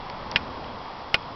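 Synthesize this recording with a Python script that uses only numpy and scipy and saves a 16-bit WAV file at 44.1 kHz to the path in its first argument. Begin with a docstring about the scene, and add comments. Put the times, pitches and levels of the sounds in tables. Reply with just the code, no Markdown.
"""Two sharp, dry clacks of a small hard object, close to a camera on a lawn.
Each is a blow, an instant rebound and a brief rattle, all ringing the same short modes,
plus a noise burst from shaken loose parts. A few faint handling ticks fall around them.
Behind: a steady wash like distant traffic, light wind rumble, microphone hiss."""
import sys
import numpy as np
from scipy.fft import rfft, irfft, next_fast_len
from scipy.io import wavfile

SR = 44100
rng = np.random.default_rng(int(sys.argv[2]) if len(sys.argv) > 2 else 0)


def persist_wave(psi):
    """Save psi, clipped to +-1, as 16-bit WAV."""
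    counts = np.round(np.clip(psi, -1, 1) * 32767).astype(np.int16)
    wavfile.write(sys.argv[1], SR, np.atleast_2d(counts).T)


N = 59535

# Contacts, four per clack: start_s, gain_db, tilt_db_per_octave
CONTACTS = [(.35908, -13.5, -3), (.35988, -8.2, -.3), (.36089, -11, .5), (.36678, -18.5, 0),
            (1.14331, -6, 6), (1.14468, -11.3, -3.5), (1.14659, -18, -1), (1.15053, -22, -1.3)]
# Modes of the struck object: freq_hz, gain_db, t60_s
BODY_MODES = [(270, -22.5, 0.0097), (538, -14.5, .009), (954, -15.5, 0.0063), (1459, -18.5, 0.059),
              (1920, -15, 0.0079), (2037, -4, .011), (2210, -8, 0.019), (2472, -8, 0.044), (2750, 4, .0075),
              (3124, -7.5, 0.0086), (3730, -18, 0.019), (3894, -17.5, 0.0076), (4170, -16.5, 0.0058),
              (5050, -7.5, 0.0056)]
# Jolts of the loose parts: start_s
SHAKE_STARTS_S = [.3592, 1.1432]
# Loose-part chatter: freq_hz, relative_db
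CHATTER_SPECTRUM = [(60, -22), (300, -3.5), (1100, 1), (1500, 2.5), (2300, 5.5), (3200, 0), (4000, -3.5),
                    (5200, -3), (6200, -13.5)]
# Handling ticks: start_s, level_db, centre_hz, width_octaves
HANDLING_TICKS = [(0.099, -24.5, 2770, .8), (0.3146, -14.5, 4580, 0.34), (0.3205, -27, 2330, .7),
                  (.388, -34.5, 3050, .6), (0.6439, -28, 1960, 0.71)]
# Traffic wash: time_s, level_db
WASH_LEVELS = [(0.0, -38), (0.412, -37.5), (1.188, -40), (1.35, -39.5)]
# Traffic wash: freq_hz, relative_db
WASH_SPECTRUM = [(100, -4.5), (240, -9), (340, -8), (500, -6), (680, -3.5), (900, 1), (1100, -1),
                 (1300, -7), (1600, -13.5), (2000, -13.5), (2800, -19.5), (6000, -30)]
# Low traffic murmur: time_s, level_db
MURMUR_LEVELS = [(0, -62), (.2, -50), (.45, -46), (.68, -44.5), (.9, -55), (1.1, -54), (1.35, -53)]
# Low traffic murmur: freq_hz, relative_db
LOW_MURMUR_SPECTRUM = [(100, -33), (180, -11), (245, -2), (330, -4), (480, -1.5), (620, 0), (800, -18.5),
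                       (1500, -33.5)]
# Wind rumble: time_s, level_db
WIND_LEVELS = [(0, -51.5), (.2, -46), (.35, -42.5), (.5, -44), (.7, -46.5), (.95, -59.5), (1.06, -53),
               (1.17, -48), (1.35, -47.5)]
# Wind rumble: freq_hz, relative_db
WIND_SPECTRUM = [(20, -4), (45, -7), (90, 1.5), (130, -5.5), (200, -2.5), (260, -0.5), (400, -24.5),
                 (1000, -52.5)]
# Microphone hiss: freq_hz, relative_db
HISS_SPECTRUM = [(300, 3), (2000, -9.5), (3150, 1.5), (3310, 9), (3500, 0), (4200, 0), (5200, 1.5),
                 (6200, -7.5)]
# Camera treble response: freq_hz, gain_db
CAMERA_RESPONSE = [(5200, 1), (5500, -4), (5800, -8.5), (6100, -20.5)]


def clacks():
    """Each contact rings the object; four within milliseconds make one clack."""
    return sum(amp(gain_db) * body_ring(start_s, tilt_db_per_octave)
               for start_s, gain_db, tilt_db_per_octave in CONTACTS)


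def body_ring(start_s, tilt_db_per_octave, scatter_db=.4):
    """Damped modes ringing after one contact, each contact with its own brightness."""
    age_s = since(start_s)
    pivot_hz = np.mean([mode[0] for mode in BODY_MODES])
    ring = np.zeros(N)
    for freq_hz, gain_db, t60_s in BODY_MODES:
        tilt_db = tilt_db_per_octave * np.log2(freq_hz / pivot_hz)
        gain = amp(gain_db + tilt_db + rng.normal(0, scatter_db))
        ring += gain * np.sin(2 * np.pi * freq_hz * age_s) * decay(age_s, rise_s=.0002, t60_s=t60_s)
    return ring


def chatter(level_db=-14.5):
    """Loose parts shaken by each clack: a fast-dying noise burst."""
    bursts = sum(shaped_noise(CHATTER_SPECTRUM) * decay(since(start_s), rise_s=.0008, t60_s=.044)
                 for start_s in SHAKE_STARTS_S)
    return amp(level_db) * bursts


def handling_ticks():
    """Light touches: tiny noise bursts, each in its own band."""
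    ticks = np.zeros(N)
    for start_s, level_db, centre_hz, width_octaves in HANDLING_TICKS:
        band = noise(lambda hz: np.exp(-.5 * (np.log2((hz + 1) / centre_hz) / width_octaves) ** 2))
        ticks += amp(level_db) * decay(since(start_s), rise_s=.00056, t60_s=.007) * band
    return ticks


def traffic():
    """Far traffic: a near-steady wash and a swelling low murmur."""
    wash = envelope(WASH_LEVELS) * shaped_noise(WASH_SPECTRUM)
    murmur = envelope(MURMUR_LEVELS) * shaped_noise(LOW_MURMUR_SPECTRUM)
    return wash + murmur


def wind():
    """Light breeze rumbling on the microphone."""
    return envelope(WIND_LEVELS) * shaped_noise(WIND_SPECTRUM)


def hiss(level_db=-49):
    """Steady microphone self-noise."""
    return amp(level_db) * shaped_noise(HISS_SPECTRUM)


def amp(db):
    """Decibels to gain."""
    return 10 ** (np.asarray(db) / 20)


def gain_at(spectrum, hz):
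    """Gain from (freq_hz, db) points on a log frequency axis."""
    points_hz, points_db = np.transpose(spectrum)
    return amp(np.interp(np.log(hz + 1), np.log(points_hz + 1), points_db))


def envelope(levels):
    """Gain per sample from (time_s, level_db) points."""
    return amp(np.interp(np.arange(N) / SR, *np.transpose(levels)))


def since(start_s):
    """Seconds since start_s, zero before."""
    return np.maximum(np.arange(N) / SR - start_s, 0)


def decay(age_s, rise_s, t60_s):
    """Quick rise, exponential fall."""
    return (1 - np.exp(-age_s / rise_s)) * np.exp(-np.log(1000) * age_s / t60_s)


def filtered(signal, response):
    """Zero-phase filter with gain response(hz)."""
    size = next_fast_len(N + SR // 2)
    hz = np.fft.rfftfreq(size, 1 / SR)
    return irfft(rfft(signal, size) * response(hz), size)[:N]


def noise(response):
    """Unit-rms noise coloured by response(hz)."""
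    coloured = filtered(rng.standard_normal(N), response)
    return coloured / coloured.std()


def shaped_noise(spectrum):
    """Unit-rms noise from (freq_hz, relative_db) points."""
    return noise(lambda hz: gain_at(spectrum, hz))


def scene():
    """Open air, no echo, mono."""
    return (clacks() + chatter() + handling_ticks() + traffic() + wind() + hiss())[None]


def record(dry, band_hz=6150, clip_level=.7, top_hz=16500):
    """The camera limits the band; the highest peaks then clip, adding a thin snap above it."""
    narrow = filtered(dry[0], lambda hz: gain_at(CAMERA_RESPONSE, hz) * (hz < band_hz))
    clipped = np.clip(narrow, -clip_level, clip_level)
    return filtered(clipped, lambda hz: 1 / (1 + (hz / top_hz) ** 80))[None]


dry = scene()
out = record(dry)
persist_wave(out)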